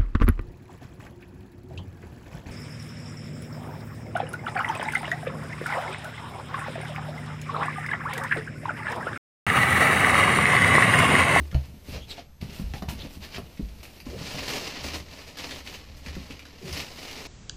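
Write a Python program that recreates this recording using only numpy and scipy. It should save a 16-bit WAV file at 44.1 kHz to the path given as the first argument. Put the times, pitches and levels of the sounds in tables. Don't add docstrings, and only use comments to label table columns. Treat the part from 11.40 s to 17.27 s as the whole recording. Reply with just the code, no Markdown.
import sys
import numpy as np
from scipy import signal
from scipy.fft import rfft, irfft
from scipy.io import wavfile
from scipy.ndimage import uniform_filter1d

SR = 44100
rng = np.random.default_rng(int(sys.argv[2]) if len(sys.argv) > 2 else 0)


def store_wav(level_fs):
    pcm = np.round(np.clip(np.atleast_2d(level_fs), -1, 1) * 32767)
    wavfile.write(sys.argv[1], SR, pcm.T.astype(np.int16))


N = 258911


def from_db(db):
    return 10 ** (np.asarray(db) / 20)


def rms_one(x):
    return x / np.sqrt(np.mean(x ** 2) + 1e-20)


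def decay(t, t60_s):
    return from_db(-60 * t / t60_s)


def band(x, low_hz, high_hz, order=3):
    sos = signal.butter(order, [low_hz, high_hz], "band", fs=SR, output="sos")
    return signal.sosfilt(sos, x + 1e-18)


def colour(x, points):
    size = 16384
    hz, db = np.transpose(points)
    bins_hz = np.arange(size // 2 + 1) * SR / size
    log_gain = np.log(from_db(np.interp(np.log(bins_hz + 1), np.log(hz), db)))
    cepstrum = irfft(log_gain)[:size // 2]
    cepstrum[1:] *= 2
    response = irfft(np.exp(rfft(cepstrum, size)))
    return signal.fftconvolve(x, response)[:len(x)]


def drift(rate):
    knots = rng.standard_normal(N // 20)
    return np.interp(np.arange(N) / SR * rate, np.arange(len(knots)), knots)


def ring(x, hz, t60_s):
    radius = from_db(-60 / (max(t60_s, 1e-4) * SR))
    turn = 2 * np.pi * hz / SR
    return signal.lfilter([0, np.sin(turn)], [1, -2 * radius * np.cos(turn), radius * radius], x + 1e-18)


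def add(track, s, sound):
    start = max(round(s * SR), 0)
    track[start:start + len(sound)] += sound[:max(N - start, 0)]


def stroke(start_s, rise_s, hold_s, release_db_per_s):
    t = np.arange(N) / SR - start_s
    swell = np.clip(t / max(rise_s, 1e-3), 0, 1)
    fall_db = np.clip((t - rise_s - hold_s) * release_db_per_s, 0, 120)
    return np.minimum(4 * swell, 1) * from_db(16 * (swell - 1) - fall_db)


def movements(rows, release_db_per_s):
    main, second = np.zeros(N), np.zeros(N)
    for start_s, rise_s, hold_s, level_db, relative_db in rows:
        power = (from_db(level_db) * stroke(start_s, rise_s, hold_s, release_db_per_s)) ** 2
        main += power
        second += power * from_db(relative_db) ** 2
    return np.sqrt(main), np.sqrt(second)


def grains(per_s, spread_db, cycles):
    at = np.flatnonzero(rng.random(N) < per_s / SR)
    size, pitch, phase = rng.random((N, 3))[at].T[:, :, None]
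    hz = 900 * (14000 / 900) ** pitch
    age = np.arange(256)
    turns = hz * age / SR
    height = from_db(spread_db * np.minimum(-np.log(1 - size), 4)) * hz
    waves = height * np.sin(2 * np.pi * (turns + phase)) * decay(turns, cycles)
    return rms_one(np.bincount((at[:, None] + age).ravel(), waves.ravel(), N)[:N])


def friction(crackle, grain_db, spectrum, main, hollow, hiss):
    slide = rng.standard_normal(N)
    grain = from_db(grain_db) * crackle
    coarse = colour(slide + grain, spectrum)
    fine = colour(slide + from_db(-6.5) * grain, spectrum)
    middle = main * rms_one(band(coarse, 850, 7210, order=5))
    low = hollow * rms_one(band(coarse, 192, 750))
    high = hiss * rms_one(band(fine, 7150, 0.48 * SR, order=5))
    return middle + low + high


def flaps(rub, hiss):
    # pitch_hz, level_db (relative)
    card_colour = [(250, 3.5), (340, 2.5), (700, -2), (1000, -6.5), (1600, -7), (2200, -2.5), (2850, -0.5),
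                   (3300, -5.5), (4200, -3.5), (5200, -6), (7000, -15), (9000, -17.5), (13000, -16),
                   (15500, -18)]
    hollow = from_db(-52) * (rub / from_db(-48)) ** 0.61
    slips = grains(per_s=3000, spread_db=3.2, cycles=6) * from_db(4.5 * drift(90))
    return friction(slips, -4.9, card_colour, rub, hollow, hiss)


def avalanches():
    per_s, decay_s, spread_db = 110, 0.005, 4.5
    starts = rng.random(N) < per_s / SR
    sizes = from_db(spread_db * np.clip(rng.standard_normal(N), -2, 2))
    activity = signal.lfilter([1], [1, -np.exp(-1 / (decay_s * SR))], starts * sizes)
    return activity / activity.mean()


def paper(crumple, hiss):
    # pitch_hz, level_db (relative)
    paper_colour = [(200, 0), (280, 11.5), (340, 0), (390, 5.5), (620, 2), (900, -4.5), (1200, -6.5),
                    (1600, -9), (1760, -4), (2900, -2), (3350, -7), (4200, -4), (5100, -5.5), (6500, -13),
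                    (8800, -23), (15500, -25.5)]
    work = crumple / from_db(-40)
    effort = np.sqrt(work) + .25
    buckles_per_s = 1300 * effort * (avalanches() + .15)
    buckles = grains(buckles_per_s, spread_db=-1.1, cycles=2.6) / np.sqrt(effort)
    sheet = from_db(-45.5) * work ** 0.82
    return friction(buckles, -2.5, paper_colour, crumple, sheet, hiss)


def snaps():
    # start_s, level_db, ring_hz, treble_db (against the crack), after_crackle_db (against the first burst)
    snap_rows = [(0.1141, -33.5, 2200, -15, -11), (0.1448, -27, 2800, -11, -11),
                 (1.0133, -32, 3400, -6, -13), (1.3371, -29.5, 2830, -14, -7.5),
                 (1.4228, -32, 1950, -12, -3.5), (1.4876, -24, 2720, -14, -8.5),
                 (1.946, -29, 3020, -17, -9), (1.9834, -35, 2820, 4, -26), (2.1738, -43, 2510, -16, -2),
                 (2.2865, -40.5, 4430, -14, -10), (2.431, -36, 2640, -17, -16),
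                 (2.453, -32, 2610, -18, -18), (2.602, -30.5, 2870, -9, -9), (3.1037, -22, 2160, -9, -15),
                 (3.1548, -35, 2880, -13, -15), (3.9735, -26, 1980, -16, -18),
                 (3.9861, -22, 4340, -31, -13), (4.1097, -23, 2840, -17, -8), (4.2741, -31, 2970, -17, -2),
                 (4.3414, -26, 2950, -16, -10), (4.662, -30.5, 2520, -22, -5),
                 (4.7526, -35, 2320, -16, -2.5), (4.9078, -35, 2910, -21, -3), (4.993, -31, 2880, -19, -7),
                 (5.0538, -37.5, 1920, -21, -5), (5.327, -23.5, 5040, -5, -9), (5.375, -29, 5070, -5, -1),
                 (5.4013, -22.5, 2720, -16, -4.5), (5.7113, -26, 3170, -15, -7.5)]
    out = np.zeros(N)
    t = np.arange(SR // 8) / SR
    first = decay(t, .012)
    for start_s, level_db, ring_hz, treble_db, after_db in snap_rows:
        noise = rng.standard_normal(len(t))
        body = rms_one(band(noise, 1630, 4730, order=2))
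        facet = from_db(1.0) * rms_one(ring(noise, ring_hz, 0.0035))
        treble = from_db(treble_db) * rms_one(band(noise, 6300, 12000, order=2))
        crack = rms_one(body + facet + treble)
        after = from_db(after_db + 4.5) * decay(t, 0.037)
        add(out, start_s, from_db(level_db - 6.0) * crack * (first + after))
    return out


def squeaks():
    # start_s, length_s, start_hz, end_hz, level_db, roughness (0-1)
    squeak_rows = [(0.60, .06, 3100, 3450, -47, .45), (0.682, .062, 3950, 3750, -42, .25),
                   (0.695, .026, 4050, 4450, -40, .4), (0.698, .036, 4000, 3400, -37.5, .85),
                   (0.776, .026, 620, 740, -38.5, .7), (1.592, .04, 3400, 3750, -40, .9)]
    out = np.zeros(N)
    for start_s, length_s, start_hz, end_hz, level_db, rough in squeak_rows:
        size = int(length_s * SR)
        hz = np.linspace(start_hz, end_hz, size) * (1 + .2 * rough * drift(1800)[:size])
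        phase = 2 * np.pi * np.cumsum(hz) / SR
        tone = np.sin(phase) + from_db(-7 - 20 * rough) * np.sin(2 * phase)
        tone = tone * from_db(6 * rough * drift(600)[:size])
        fade = np.sin(np.linspace(0, np.pi, size))
        add(out, start_s, from_db(level_db - 2.0) * rms_one(tone) * fade)
    return out


def panels(contacts):
    # pitch_hz, level_db (relative), t60_s
    box_modes = [(386, 6.5, 0.022), (450, -7.5, 0.36), (557, -11, 0.06), (655, -4, 0.0093),
                 (800, -42, 0.12), (990, -21, 0.008), (1056, 2, 0.016), (1400, -1, 0.044)]
    out = np.zeros(N)
    for k, (hz, level_db, t60_s) in enumerate(box_modes):
        gain = (-1) ** k * from_db(level_db) * 2 / np.sqrt(t60_s * SR)
        out += gain * ring(contacts, hz, t60_s)
    return out


def knocks():
    # start_s, swing_db, panel_hz, thud_db, clack_hz, clack_db
    knock_rows = [(0.128, -28, 139, -33, 395, -35), (0.145, -24, 134, -24, 485, -35.5),
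                  (0.338, -39.5, 240, -32, 464, -68), (0.485, -45, 178, -20, 530, -50),
                  (1.025, -23, 142, -25, 690, -39), (1.089, -30.5, 176, -38, 560, -52),
                  (1.197, -23, 186, -34, 560, -36.5), (1.338, -29, 160, -31, 750, -33.5),
                  (1.423, -28, 212, -35, 710, -31.5), (1.485, -24, 132, -37, 930, -32.5),
                  (1.525, -30.5, 225, -35, 842, -51), (1.65, -31, 272, -45, 497, -35.5),
                  (1.771, -32.5, 199, -45, 607, -55), (1.982, -29.5, 181, -19, 700, -30.5),
                  (2.195, -22.5, 193, -45, 330, -41), (2.666, -30.5, 256, -27, 473, -37),
                  (2.812, -27.5, 151, -39, 484, -32), (2.945, -29, 133, -37, 645, -36),
                  (3.447, -33, 276, -35, 580, -33), (4.666, -34, 186, -31, 458, -42.5),
                  (4.766, -24.5, 190, -22, 580, -40), (4.903, -36.5, 269, -56, 454, -41.5),
                  (5.294, -39, 285, -38, 604, -47)]
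    out, contacts = np.zeros(N), np.zeros(N)
    t = np.arange(SR // 4) / SR
    for start_s, swing_db, panel_hz, thud_db, clack_hz, clack_db in knock_rows:
        phase = 2 * np.pi * panel_hz * t
        swing = np.sin(phase) + from_db(-28.5) * np.sin(1.39 * phase)
        swing = swing * decay(t, .032) * (1 - np.exp(-t / 0.0025))
        thud = rms_one(band(rng.standard_normal(len(t)), 65, 300, order=2)) * decay(t, 0.065)
        clack = np.sin(2 * np.pi * clack_hz * t) * decay(t, 0.016)
        knock = from_db(swing_db + 11.5) * swing + from_db(thud_db - 12.0) * thud
        add(out, start_s, knock + from_db(clack_db + 6.5) * clack)
        add(contacts, start_s, from_db(clack_db) * rng.standard_normal(len(t)) * decay(t, 0.015))
    return out + from_db(-0.5) * panels(contacts)


def scuffs():
    # start_s, length_s, level_db, pitch_hz
    scuff_rows = [(0.0, 0.021, -39, 366), (0.141, 0.0174, -36.5, 700), (0.525, 0.058, -43, 600),
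                  (1.341, 0.021, -43, 710), (1.622, 0.015, -45, 450), (2.195, 0.015, -37, 297),
                  (2.659, 0.11, -42.5, 480), (3.007, 0.033, -41, 614), (3.091, 0.101, -39.5, 390),
                  (3.118, 0.064, -42.5, 774), (3.211, 0.017, -47, 413.6), (3.441, 0.042, -45, 434),
                  (4.766, 0.0214, -40.5, 260), (5.199, 0.13, -46, 485), (5.227, 0.043, -37.5, 182)]
    out, contacts = np.zeros(N), np.zeros(N)
    for start_s, length_s, level_db, hz in scuff_rows:
        size = int(length_s * SR)
        slips = (rng.standard_normal(N) * from_db(4.8 * drift(122.0)))[:size]
        gain = from_db(level_db) * signal.windows.tukey(size, .4)
        add(out, start_s, gain * rms_one(band(slips, 0.69 * hz, 1.076 * hz, order=2)))
        add(contacts, start_s, gain * rms_one(slips))
    return out + from_db(-29.0) * panels(contacts)


def rumble(rubbing):
    # start_s, rise_s, hold_s, rumble_db, shudder_db (against the rumble)
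    shove_rows = [(0.27, 0.015, 0.018, -43.5, -2), (0.47, 0.032, 0.081, -38, -4),
                  (1.0, 0.011, 0.075, -44.5, 1), (1.17, 0.018, 0.36, -39, -9),
                  (1.57, 0.029, 0.033, -39, -5), (1.76, 0.02, 0.031, -43.5, -20),
                  (1.95, 0.019, .03, -46.5, 5.5), (2.18, 0.028, 0.2, -50, -5.5),
                  (2.63, 0.046, 0.025, -39, -6), (2.72, 0.037, 0.066, -51, 11),
                  (2.92, .04, 0.14, -45.5, -6), (3.38, 0.065, 0.14, -40.5, -8),
                  (4.05, 0.033, 0.32, -51, -13), (4.42, 0.057, 0.15, -45.5, -10),
                  (4.63, 0.11, 0.057, -44.5, -0.5), (4.88, 0.019, 0.022, -45, -12),
                  (5.28, 0.027, 0.034, -38.5, -4.5)]
    # start_s, pitch_hz, height_db, t60_s
    bounce_rows = [(0.0, 72, -23.5, .38), (0.15, 70, -13, .25), (0.15, 132, -15.5, .18),
                   (1.240, 54, -25.5, .45), (1.49, 57, -32, .3), (2.226, 52, -24.5, .34),
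                   (4.68, 72, -29, .4), (4.77, 72, -28, .2)]
    # pitch_hz, level_db (relative)
    rumble_colour = [(12, -65), (22, -1), (38, 2), (56, 2), (74, 13.5), (86, 4), (105, -36), (135, -11.5),
                     (170, -25), (290, -100)]
    stir_db, stir_shudder_db = -53, -5.5
    shift, shudder = movements(shove_rows, release_db_per_s=128)
    shift = np.hypot(shift, from_db(stir_db))
    shudder = np.hypot(shudder, from_db(stir_db + stir_shudder_db))
    shudder = np.hypot(shudder, from_db(-12) * rubbing)
    low = colour(rng.standard_normal(N), rumble_colour)
    low = low / np.sqrt(uniform_filter1d(low ** 2, SR // 12) + 1e-20)
    out = shift * low + shudder * rms_one(band(rng.standard_normal(N), 83.5, 208.4))
    t = np.arange(SR // 2) / SR
    for start_s, hz, height_db, t60_s in bounce_rows:
        bounce = np.sin(2 * np.pi * hz * t) * decay(t, t60_s) * (1 - np.exp(-t / 0.00094))
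        add(out, start_s, -from_db(height_db) * bounce)
    return out


def bedroom(x, wet_db, count=4):
    t = np.arange(SR // 3) / SR
    white = rng.standard_normal((count, len(t)))
    body = band(white, 103, 5660, order=1) * decay(t, 0.19)
    treble = 1.94 * band(white, 6000, 15400, order=1) * decay(t, 0.096)
    tails = (body + treble) * (t > .003)
    shares = np.array([drift(14) for _ in range(count)])
    shares = shares / np.linalg.norm(shares, axis=0)
    wet = np.zeros(N)
    for share, tail in zip(shares, tails):
        wet += signal.fftconvolve(x * share, tail / np.linalg.norm(tail))[:N]
    return (x + from_db(wet_db) * wet) / np.sqrt(1 + from_db(wet_db) ** 2)


def background():
    # pitch_hz, level_db (relative)
    floor_colour = [(15, 14), (28, -8), (60, 1), (120, -0.5), (250, -15), (500, -13), (1500, -20),
                    (5500, -24), (9000, -31), (15500, -40)]
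    # pitch_hz, level_db (rms)
    whine_rows = [(5486, -91), (6234, -79), (12468, -74)]
    t = np.arange(N) / SR
    whine = sum(np.sqrt(2) * from_db(db) * np.sin(2 * np.pi * hz * t) for hz, db in whine_rows)
    return from_db(-55) * rms_one(colour(rng.standard_normal(N), floor_colour)) + whine


def scene():
    # start_s, rise_s, hold_s, level_db, fine_hiss_db (against the level)
    slide_rows = [(0.0, .005, .07, -60, -4), (0.11, .03, .13, -59, -10), (0.43, .06, .04, -48, -6),
                  (0.50, .04, .03, -42, -16), (0.66, .04, .025, -45, -10), (0.74, .035, .02, -47, -16),
                  (1.005, .01, .03, -48, -11), (1.05, .05, .11, -49, -12), (1.11, .04, .06, -54, 0),
                  (1.22, .03, .07, -55, -10), (1.33, .02, .035, -49, -7), (1.481, .013, .012, -40, -4),
                  (1.53, .075, .05, -46, -13), (1.67, .06, .025, -53, -3), (1.80, .035, .018, -43, -11),
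                  (1.87, .035, .03, -49, -13), (1.922, .022, .018, -39.5, -16), (2.0, .03, .36, -60, -9),
                  (2.475, .02, .1, -55, -7), (2.428, .003, .006, -44.5, -5)]
    # start_s, length_s
    grip_rows = [(0.0, 0.64), (1.05, 2.04)]
    # start_s, rise_s, hold_s, level_db, sliding_hiss_db (against the level)
    pull_rows = [(2.65, 0.0077, 0.3, -49.5, -9), (2.75, 0.11, 0.42, -38, -12),
                 (3.06, 0.027, 0.081, -35, -10), (3.17, 0.035, 0.3, -40.5, -15.5),
                 (3.42, 0.018, 0.038, -40.5, -6.5), (3.515, 0.028, 0.019, -37, -9.5),
                 (3.60, 0.068, 0.28, -53.5, -13), (3.68, 0.047, 0.1, -49.5, -9.5),
                 (3.86, 0.019, 0.0099, -44.5, -11), (3.965, 0.0058, 0.21, -42.5, -10.5),
                 (4.24, 0.014, 0.11, -45.5, -9.5), (4.55, 0.024, .012, -56, -3),
                 (4.62, 0.035, .045, -45.5, -13.5), (4.72, 0.031, 0.18, -51, -11),
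                 (5.17, 0.1, 0.059, -44.5, -8.5), (5.29, 0.051, 0.082, -37.5, -11),
                 (5.43, .03, 0.51, -47.5, -10.5), (5.555, 0.019, 0.09, -47.5, -9),
                 (5.65, 0.021, 0.24, -45.5, -11)]
    grips = [(start_s, .01, length_s, -62, -3) for start_s, length_s in grip_rows]
    settling = [(3.6, .01, N / SR, -55, -14)]
    rub, rub_hiss = movements(slide_rows + grips, release_db_per_s=316)
    crumple, paper_hiss = movements(pull_rows + settling, release_db_per_s=241)
    rubbing = flaps(rub, rub_hiss) + paper(crumple, paper_hiss)
    rustle = bedroom(rubbing + squeaks(), wet_db=-9.0) + bedroom(snaps(), wet_db=0)
    bumps = bedroom(knocks() + scuffs(), wet_db=-0.5)
    return (rustle + bumps + rumble(np.hypot(rub, crumple)) + background())[None]


def record(dry):
    return signal.sosfilt(signal.ellip(12, .1, 90, 15400, fs=SR, output="sos"), dry)


dry = scene()
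out = record(dry)
store_wav(out)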